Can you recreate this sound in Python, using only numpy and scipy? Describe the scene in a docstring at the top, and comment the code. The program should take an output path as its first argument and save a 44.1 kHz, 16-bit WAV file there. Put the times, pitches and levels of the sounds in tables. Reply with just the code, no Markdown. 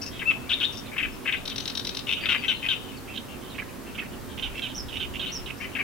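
'''Reed warblers in a wetland

A near warbler, left, sings harsh rattling syllables, one whistle and a run of triple ticks.
A rival answers from the right; other small birds give thin notes and trills, more warblers chatter far off.
Voices are syrinx tones scattered in pitch and chopped by a rattle; ticks are short rasps with a tone in them.
The reed bed scatters the song through a sparse noise echo; one dull knock sounds early on.
Beneath: wavering engine tones, low-frequency wind buffets and shaped-noise air.'''
import sys
import numpy as np
from scipy import signal
from scipy.fft import rfft, irfft, next_fast_len
from scipy.io import wavfile
from scipy.ndimage import uniform_filter1d

SR = 44100
rng = np.random.default_rng(int(sys.argv[2]) if len(sys.argv) > 2 else 0)


def transcribe(signal):
    """Save signal, clipped to [-1, 1], as a 16-bit WAV file at the path in sys.argv[1]."""
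    frames = np.atleast_2d(signal).T
    limited = np.clip(frames, -1, 1)
    pcm = np.round(limited * 32767).astype(np.int16)
    wavfile.write(sys.argv[1], SR, pcm)


N = 257103  # length in samples


def gain_of(db):
    """Decibels to amplitude."""
    return 10 ** (np.asarray(db) / 20)


def evened(x):
    """Scales to rms 1."""
    return x / np.sqrt(np.mean(abs(x) ** 2) + 1e-20)


def read(points, hz):
    """Interpolates a table on a log-frequency axis."""
    f, value = np.transpose(points)
    return np.interp(np.log(hz + 1), np.log(f + 1), value)


def add(mix, start_s, sound):
    """Mixes a sound in at start_s."""
    part = mix[..., max(round(start_s * SR), 0):][..., :sound.shape[-1]]
    part += sound[..., :part.shape[-1]]


def wander(n, hz):
    """Smooth random motion, low-passed near hz, rms 1 before trimming to n samples."""
    size = next_fast_len(n + 4096)
    f = np.fft.rfftfreq(size, 1 / SR)
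    lowpass = 1 / np.sqrt(1 + (f / hz) ** 8)
    return evened(irfft(rfft(rng.standard_normal(size)) * lowpass, size))[:n]


def gate(t, rise_s, fall_s):
    """Soft sine-squared opening and closing of a note."""
    ramp = np.minimum(t / rise_s, (t[-1] - t) / fall_s)
    return np.sin(np.pi / 2 * np.clip(ramp, 0, 1)) ** 2


def glide(t, values, margin=0.1257):
    """Parabola through a note's early, middle and late values, held flat at both ends."""
    curve = np.polyfit([margin, .5, 1 - margin], values, 2)
    return np.polyval(curve, np.clip(t / t[-1], margin * .8, 1 - margin * .8))


# syllable voicings, pitch and level against the syllable's middle: (kind, early_pitch_ratio,
# late_pitch_ratio, early_db, late_db, rasp_hz, undertone_db, rattle_hz, rattle_depth [0-1])
VOICINGS = [("growl", 1.01, 1.02, -5, 2.1, 345, -35, 112.6, 0.59),
            ("bark", 1.05, 0.94, 2.1, -1.3, 328, -20.5, 208, 0.39),
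            ("grate", 1.04, .98, .4, -.4, 430, -15, 145, 0.46),
            ("croak", 1.11, .93, 0.56, -2, 407, -26.5, 265.7, 0.24),
            ("chuck", 0.9, 0.92, -3.2, -2, 325, -17.5, 199.5, 0.29),
            ("upsweep", 1, 1.21, -9, -2, 420, -16, 193, 0.3),
            ("squeak", 0.97, 0.94, 1.2, .3, 400, -12.5, 300, .62),
            ("dip", 1.19, 1.07, -4, -.5, 310, -18, 206, .48),
            ("flick", .92, 1.04, .5, -2, 195, -19.5, 200, 0.3),
            ("whistle", 0.94, 0.97, -8.5, 3, 22, -26, 180, 0.2)]
# slow swelling rattles: (start_s, length_s, pitch_hz, level_db, bird)
GROWL_NOTES = [(2.068, 0.0736, 2847, -22, "near"), (2.226, .029, 2407, -27.5, "near"),
               (2.422, 0.043, 2560, -27, "near"), (2.622, 0.054, 2494, -27, "near"),
               (3.135, 0.034, 3150, -37, "rival"), (4.372, .03, 2850, -32.5, "rival"),
               (4.55, .048, 2657, -32, "rival"), (4.92, 0.062, 2884, -31.5, "rival"),
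               (5.138, 0.0354, 2747, -31, "rival")]
# buzzes, hard start, sagging: (start_s, length_s, pitch_hz, level_db, bird)
BARK_NOTES = [(2.168, 0.056, 2810, -33.5, "rival"), (2.481, 0.049, 2986, -20, "near"),
              (2.687, 0.056, 3045, -21.2, "near"), (3.174, 0.013, 3200, -28.5, "rival"),
              (4.424, 0.055, 2980, -29, "rival"), (4.621, 0.059, 3037, -29.5, "rival"),
              (4.686, .039, 3230, -41, "rival"), (4.885, 0.028, 3170, -38.5, "rival"),
              (4.999, 0.058, 2995, -29.5, "rival"), (5.195, 0.06, 3095, -30, "rival"),
              (5.26, .05, 2950, -32, "near")]
# harshest notes: (start_s, length_s, pitch_hz, level_db, bird)
GRATE_NOTES = [(2.257, 0.017, 2626, -20.5, "near"), (2.288, 0.047, 2823, -18, "near"),
               (2.341, 0.025, 2394, -20.5, "near")]
# harsh, falling: (start_s, length_s, pitch_hz, level_db, bird)
CROAK_NOTES = [(.193, 0.026, 2700, -32, "near"), (.216, 0.017, 2057, -27.5, "near"),
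               (.98, 0.0376, 2428, -22, "near"), (1.028, 0.034, 2407, -24, "near"),
               (1.275, 0.029, 2394, -20.5, "near"), (1.324, 0.031, 2510, -21.5, "near"),
               (1.503, 0.03, 3205, -33.5, "near"), (5.46, 0.037, 2840, -36, "rival"),
               (5.752, 0.027, 2280, -26, "near")]
# short, throaty: (start_s, length_s, pitch_hz, level_db, bird)
CHUCK_NOTES = [(.305, 0.015, 2630, -19, "near"), (.916, 0.036, 2370, -35.5, "near"),
               (3.545, 0.02, 2610, -39, "rival"), (3.582, 0.024, 2380, -28, "rival"),
               (3.618, 0.013, 1730, -33.5, "rival"), (3.945, .024, 2900, -38, "rival"),
               (3.979, 0.028, 2713, -27.5, "rival"), (4.017, 0.022, 1890, -35, "rival"),
               (4.043, .027, 2430, -42, "rival"), (5.5, 0.011, 2600, -27.5, "rival"),
               (5.603, 0.058, 2460, -29.5, "near"), (5.787, 0.03, 2383, -21.5, "near")]
# quick rises ahead of paired croaks: (start_s, length_s, pitch_hz, level_db, bird)
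UPSWEEP_NOTES = [(.959, 0.0145, 2115, -27.5, "near"), (1.253, .017, 2250, -25, "near")]
# high, hissing: (start_s, length_s, pitch_hz, level_db, bird)
SQUEAK_NOTES = [(.015, .03, 5330, -32.5, "near"), (.06, .03, 5400, -34, "near"),
                (.725, .03, 5420, -41.5, "near"), (.77, 0.031, 5530, -38.5, "near"),
                (5.57, 0.082, 5450, -52, "rival")]
# the one pure, swelling whistle: (start_s, length_s, pitch_hz, level_db, bird)
WHISTLE_NOTES = [(.253, 0.0565, 2694, -20.5, "near")]
# V-shaped calls, rough dip then clear flick: (start_s, dip_length_s, pitch_hz, level_db, bird)
SCOOP_NOTES = [(.493, .034, 2880, -20, "near"), (.601, .039, 2854, -20.2, "near")]
FLICK_S, FLICK_PITCH_RATIO, FLICK_DB = 0.0166, 1.245, 1.5  # pitch and level against the dip
RIVAL_RATTLE_RATIO = 1.11


def song(bird):
    """One warbler's syllables; kind sets pitch bend, swell and roughness, the rival rattles faster."""
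    flicks = [(start_s + length_s, FLICK_S, hz * FLICK_PITCH_RATIO, db + FLICK_DB, who)
              for start_s, length_s, hz, db, who in SCOOP_NOTES]
    notes = dict(growl=GROWL_NOTES, bark=BARK_NOTES, grate=GRATE_NOTES, croak=CROAK_NOTES,
                 chuck=CHUCK_NOTES, upsweep=UPSWEEP_NOTES, squeak=SQUEAK_NOTES,
                 dip=SCOOP_NOTES, flick=flicks, whistle=WHISTLE_NOTES)
    out = np.zeros(N)
    pace = RIVAL_RATTLE_RATIO if bird == "rival" else 1
    for kind, early, late, early_db, late_db, rasp_hz, undertone_db, rattle_hz, depth in VOICINGS:
        for start_s, length_s, hz, db, who in notes[kind]:
            if who == bird:
                pitches_hz = [hz * early, hz, hz * late]
                levels_db = [db + early_db, db, db + late_db]
                add(out, *syllable(start_s, length_s, pitches_hz, levels_db,
                                   rasp_hz, undertone_db, rattle_hz * pace, depth))
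    return out


def syllable(start_s, length_s, pitches_hz, levels_db, rasp_hz, undertone_db, rattle_hz, depth,
             scatter_hz=760, spread=2.25, unevenness=0.32, stutter_db=2.5, overtone_db=-29,
             breath_db=-13, quarter_db=-13, spray_db=-31.5, rise_s=0.0019, rise_s_per_db=0.00036):
    """Syrinx tone: chaotic vibration scatters pitch, rattle chops, period doubling adds an undertone."""
    t = np.arange(int((length_s + 0.0032) * SR)) / SR
    n, depth = len(t), np.clip(depth, 0, 1)
    phase = 2 * np.pi * np.cumsum(glide(t, pitches_hz)) / SR
    jitter = wander(n, scatter_hz)
    jitter = evened(jitter - uniform_filter1d(jitter, size=130))  # slow drift removed
    slip = 2 * np.pi * np.cumsum(rasp_hz * jitter) / SR

    beats = np.cumsum(rattle_hz * (1 + unevenness * wander(n, rattle_hz))) / SR
    stutter = gain_of(2 * depth * stutter_db * wander(n, rattle_hz))
    rattle = (1 - depth * np.cos(2 * np.pi * beats + 1)) * stutter

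    turbulence = gain_of(breath_db) * (wander(n, 2040) + 1j * wander(n, 1850))
    # lands at 5/4 of the pitch once on the carrier
    quarter = gain_of(quarter_db) * np.exp(1j * (phase + slip) / 4)
    shake = rattle * (np.exp(1j * slip) + 2 * depth * (turbulence + quarter))
    shake = evened(confine(shake, spread * rasp_hz))
    carrier = (shake * np.exp(1j * phase)).real

    undertone = gain_of(undertone_db) * np.sin((phase + slip) / 2)
    overtone = gain_of(overtone_db) * np.sin(2 * phase + slip)
    spray = gain_of(spray_db) * wander(n, 14000)
    tone = evened(carrier + rattle * (undertone + 2 * depth * (overtone + spray)))

    # notes that grow louder open more gently
    attack_s = rise_s + rise_s_per_db * max(levels_db[2] - levels_db[0], 0)
    return start_s - .001, gain_of(glide(t, levels_db)) * tone * gate(t, attack_s, 0.005)


def confine(shake, hz, leak=0.45):
    """The throat favours sidebands within hz of the tone; part of the rest leaks out."""
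    size = next_fast_len(len(shake) + 512)
    passed = 1 / np.sqrt(1 + (np.fft.fftfreq(size, 1 / SR) / hz) ** 12)
    return np.fft.ifft(np.fft.fft(shake, size) * (leak + passed))[:len(shake)]


# tick spectrum: (freq_hz, rel_db)
TICK_SPECTRUM = [(1000,-18),(2400,-11.5),(3100,-3.5),(3750,-0.5),(4400,-3),(5900,-5.5),(7000,-24),(11000,-19.5),(15000,-35)]
# groups of three ticks: (middle_tick_s, rel_db)
TICK_TRIPLETS = [(1.4765, -17.5), (1.5807, -15.5), (1.6772, -15), (1.7734, -14.5), (1.87, -15),
                 (1.969, -17.5)]
# first, middle and last tick of each group: [rel_db]
ACCENTS_DB = [-3.3, 0.4, -2.5]
TICK_GAP_S, TICK_HZ = .0215, 3806


def ticks(offset_db=-8, length_s=.0105, tone_gain=0.42, pitch_spread=0.052):
    """Near warbler's dry ticks: milliseconds of coloured rasp holding a brief tone of varying pitch."""
    out, t = np.zeros(N), np.arange(int(length_s * SR)) / SR
    colour = gain_of(read(TICK_SPECTRUM, np.fft.rfftfreq(len(t), 1 / SR)))
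    envelope = gate(t, 0.0026, 0.0052)
    for middle_s, db in TICK_TRIPLETS:
        for k, accent_db in enumerate(ACCENTS_DB):
            random_phase = np.exp(2j * np.pi * rng.random(len(colour)))
            rasp = evened(irfft(colour * random_phase, len(t)))
            hz = TICK_HZ * (1 + pitch_spread * rng.standard_normal())
            tick = evened(rasp + tone_gain * np.sin(2 * np.pi * hz * t)) * envelope
            start_s = middle_s + (k - 1) * TICK_GAP_S - .0015
            add(out, start_s, gain_of(db + accent_db + offset_db) * tick)
    return out


# single notes of small birds: (start_s, length_s, pitch_hz, glide_hz, rel_db, left_minus_right_db)
SINGLE_NOTES = [(.86, .03, 3730, -900, -46, 1), (1.12, .045, 5300, -200, -52.5, 9),
                (1.352, 0.028, 3500, 752, -39.5, 7), (1.608, .048, 6250, 320, -49, 9),
                (2.209, 0.052, 4700, 140, -42.5, 2), (2.378, .05, 4620, -220, -45.5, 3),
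                (2.535, 0.063, 4130, -150, -46, 5), (2.462, .05, 5930, -60, -50, 7),
                (2.968, 0.0275, 4420, -500, -48, 8), (3.081, 0.029, 2485, 250, -41.5, -4),
                (3.497, 0.046, 3860, -450, -47, -1), (5.266, 0.045, 4120, 570, -43.5, 5)]
# trilled calls, arch then fall: (start_s, rel_db, final_pitch_hz)
TRILLED_CALLS = [(4.745, -32.5, 5130), (5.317, -31.5, 5390)]
# arch pitch early, midway, late: [pitch_hz]
ARCH_PITCHES_HZ = [5580, 5970, 5740]
FALL_FROM_HZ = 5530


def chirps(offset_db=-5, arch_s=0.0424, arch_db=-3, fall_after_s=0.032, fall_s=0.0382, pan_db=-5):
    """Small birds: lightly quavering single notes, and a strongly trilled call from the right."""
    out = np.zeros((2, N))
    for start_s, length_s, hz, glide_hz, db, side_db in SINGLE_NOTES:
        pitches_hz = [hz - glide_hz / 2, hz, hz + glide_hz / 2]
        add(out, start_s, chirp(length_s, pitches_hz, db, side_db, trill_hz=105, swing_hz=85))
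    for start_s, db, end_hz in TRILLED_CALLS:
        arch = chirp(arch_s, ARCH_PITCHES_HZ, db + arch_db, pan_db, trill_hz=129, swing_hz=165)
        fall_hz = [FALL_FROM_HZ, (FALL_FROM_HZ + end_hz) / 2, end_hz]
        fall = chirp(fall_s, fall_hz, db, pan_db, trill_hz=130, swing_hz=135)
        add(out, start_s, arch)
        add(out, start_s + fall_after_s, fall)
    return gain_of(offset_db) * out


def chirp(length_s, pitches_hz, db, pan_db, trill_hz, swing_hz, throb=0.79):
    """Thin gliding whistle; the trill shakes both pitch and loudness."""
    t = np.arange(int(length_s * SR)) / SR
    trill = 2 * np.pi * np.cumsum(trill_hz * (1 + 0.036 * wander(len(t), 74))) / SR
    hz = glide(t, pitches_hz) + swing_hz * (np.sin(trill) + .5 * wander(len(t), 590))
    depth = np.clip(throb * swing_hz / 200, 0, .9)
    loudness = (1 - depth * np.cos(trill)) * gate(t, 0.006, 0.007)
    whistle = evened(loudness * np.sin(2 * np.pi * np.cumsum(hz) / SR))
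    return gain_of(db) * whistle * gain_of([[pan_db / 2], [-pan_db / 2]])


def far_chatter(count=46, floor_db=-53):
    """Far warblers: similar syllables, random in time, pitch and side; longer ones are louder."""
    out = np.zeros((2, N))
    for k, (when, pitch, size, side) in enumerate(rng.random((count, 4))):
        hz, db = 2300 + 1100 * pitch, floor_db + 6 * size
        _, note = syllable(0, 0.031 + 0.04 * size, [hz * 0.97, hz, hz * .93], [db, db, db],
                           rasp_hz=280, undertone_db=-18, rattle_hz=170, depth=.5)
        add(out, (k + when) / count * N / SR, note * np.sqrt([[side], [1 - side]]))
    return out


def knock(start_s=.357, hz=850, level_db=-38, decay_s=0.027):
    """One soft, dull knock: a decaying tone multiplied by slow noise."""
    out, t = np.zeros(N), np.arange(SR // 16) / SR
    body = wander(len(t), 210) * np.sin(2 * np.pi * hz * t)
    add(out, start_s, gain_of(level_db) * body * np.exp(-t / decay_s))
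    return out


# warbler throat resonances: (freq_hz, width_hz, boost_db)
THROAT_RESONANCES = [(1550,43,3),(2120,640,0),(2975,71,4.5),(3900,80,7),(5560,85,3.5)]
# short reflections near the microphone: (delay_s, left_gain, right_gain)
NEAR_REFLECTIONS = [(0.001909,0.35,0.12),(0.000984,-0.096,0.02),(0.0055,0.19,0.28)]


def place(x, left_db, right_db, right_lag_ms):
    """Throat colour and direction; short reflections comb the song, ripples about 500 Hz apart."""
    size = next_fast_len(N + 1024)
    f = np.fft.rfftfreq(size, 1 / SR)
    throat = 1 + sum((gain_of(db) - 1) / (1 + 2j * (f - hz) / width_hz)
                     for hz, width_hz, db in THROAT_RESONANCES)
    paths = 1 + sum(np.array([[left], [right]]) * np.exp(-2j * np.pi * f * delay_s)
                    for delay_s, left, right in NEAR_REFLECTIONS)
    paths[1] *= np.exp(-2j * np.pi * f * right_lag_ms / 1000)
    return irfft(rfft(x, size) * throat * paths, size)[:, :N] * gain_of([[left_db], [right_db]])


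# decay of reed-scattered sound: (freq_hz, t60_s)
REED_DECAY = [(1000,0.074),(2700,0.54),(4000,0.81),(7000,0.13)]


def reeds(x, early_gain=4.5, early_s=0.019, onset_s=0.0055, cross=0.25):
    """Many faint echoes from stems and banks: a strong first cluster, then a fainter tail."""
    t = np.arange(SR * 3 // 4) / SR
    taps = rng.standard_normal((2, len(t))) * (rng.random((2, len(t))) < .08)
    taps *= (1 + early_gain * np.exp(-t / early_s)) * (1 - np.exp(-t / onset_s))
    hz, age_s, z = signal.stft(taps, SR, nperseg=256)
    decay = np.exp(-np.log(1000) * age_s / read(REED_DECAY, hz)[:, None])
    tail = signal.istft(z * decay, SR, nperseg=256)[1]
    tail /= np.linalg.norm(tail, axis=1, keepdims=True)
    return signal.fftconvolve((1 - cross) * x + cross * x[::-1], tail, axes=1)[:, :N]


# distant engine tones, before the left/right gains: (freq_hz, rel_db)
ENGINE_TONES = [(93.7,-58.5),(128,-57.5),(274.5,-55),(383,-61.5),(469,-61),(503,-68.5),(573,-65.5)]


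def hum(drift=0.00444, flutter=0.2, left_db=-2, right_db=2.5):
    """Engine tones that waver in pitch and level on their way across the fields."""
    tones = np.zeros(N)
    for hz, db in ENGINE_TONES:
        level = 1 + flutter * wander(N, 8.3)
        phase = 2 * np.pi * np.cumsum(hz * (1 + drift * wander(N, 3.78))) / SR
        tones += gain_of(db) * evened(level * np.sin(phase))
    return tones * gain_of([[left_db], [right_db]])


# puffs of wind: (peak_s, rel_db)
WIND_GUSTS = [(.17, -45), (1.08, -38), (1.41, -45), (1.8, -48), (4.17, -42), (4.479, -37), (4.82, -39.5),
              (5.1, -37.5), (5.43, -41), (5.69, -49)]
BREEZE_REL_DB, GUST_S = -51.5, 0.057


def wind(offset_db=-2, top_hz=65):
    """Low buffeting, separate at each side of the microphone; gusts swell and die over the breeze."""
    t = np.arange(N) / SR
    power = gain_of(BREEZE_REL_DB) ** 2 + sum(
        gain_of(db) ** 2 * np.exp(-((t - peak_s) / GUST_S) ** 2) for peak_s, db in WIND_GUSTS)
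    highpass = signal.butter(2, 25, "high", fs=SR, output="sos")
    buffets = signal.sosfilt(highpass, [wander(N, top_hz), wander(N, top_hz)])
    return gain_of(offset_db) * evened(buffets) * np.sqrt(power)


# still air, far traffic and hiss, spectrum shape: (freq_hz, rel_db)
AIR_SPECTRUM = [(15,-20),(35,-1),(110,2),(170,-1),(255,5),(305,-2.5),(370,1.5),(440,-5),(750,-8),(1200,-9.5),(2700,-18),(4500,-21),(7000,-23),(16000,-24)]
# left-right likeness of the air: (freq_hz, likeness [0-1])
AIR_LIKENESS = [(40,0.1),(130,0.19),(270,0.45),(600,0.13),(2500,0.5),(12000,0.07)]
# left-right balance of the air: (freq_hz, left_minus_right_db)
AIR_BALANCE = [(60,0),(130,-1),(270,-6.5),(500,-0.5),(1200,1),(12000,-0.2)]
AIR_RMS_DB = -39.5


def air(patchy_db=1.0):
    """Open-air noise: the low part drifts in patches under a smooth hiss."""
    hz = np.fft.rfftfreq(2048, 1 / SR)
    a, b, c, d, patches = rng.standard_normal((5, N // 512 + 5, len(hz)))
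    patches = uniform_filter1d(patches, size=12, axis=0)  # over time
    patches = evened(uniform_filter1d(patches, size=8, axis=1))  # over frequency
    same = np.clip(read(AIR_LIKENESS, hz), -1, 1)
    left = a + 1j * b
    right = same * left + np.sqrt(1 - same ** 2) * (c + 1j * d)
    tilt_db = read(AIR_BALANCE, hz) / 2
    colour_db = read(AIR_SPECTRUM, hz) + patchy_db * patches / (1 + (hz / 5000) ** 2)
    z = np.array([left, right]) * gain_of(colour_db + np.array([tilt_db, -tilt_db])[:, None])
    noise = signal.istft(z.swapaxes(1, 2), nperseg=2048, noverlap=1536)[1][:, :N]
    return gain_of(AIR_RMS_DB) * evened(noise)


def scene():
    """Singers, their scatter in the reeds, and the background."""
    near = place(song("near") + ticks(), left_db=-2, right_db=-9.5, right_lag_ms=0.039)
    rival = place(song("rival"), left_db=-9.0, right_db=-1.64, right_lag_ms=.006)
    small, far = chirps(), far_chatter()
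    scattered = reeds(gain_of(-8.5) * near + gain_of(-11.5) * rival + gain_of(-7.5) * small + far)
    singers = near + rival + small + gain_of(1.5) * far
    return singers + scattered + knock() + hum() + wind() + air()


def record(dry, edge_hz=15900):
    """Low-pass near 16 kHz, linear phase: nothing sounds above it."""
    lowpass = signal.firwin(511, edge_hz, window=("kaiser", 9), fs=SR)
    return signal.oaconvolve(dry, lowpass[None], "same")


dry = scene()
out = record(dry)
transcribe(out)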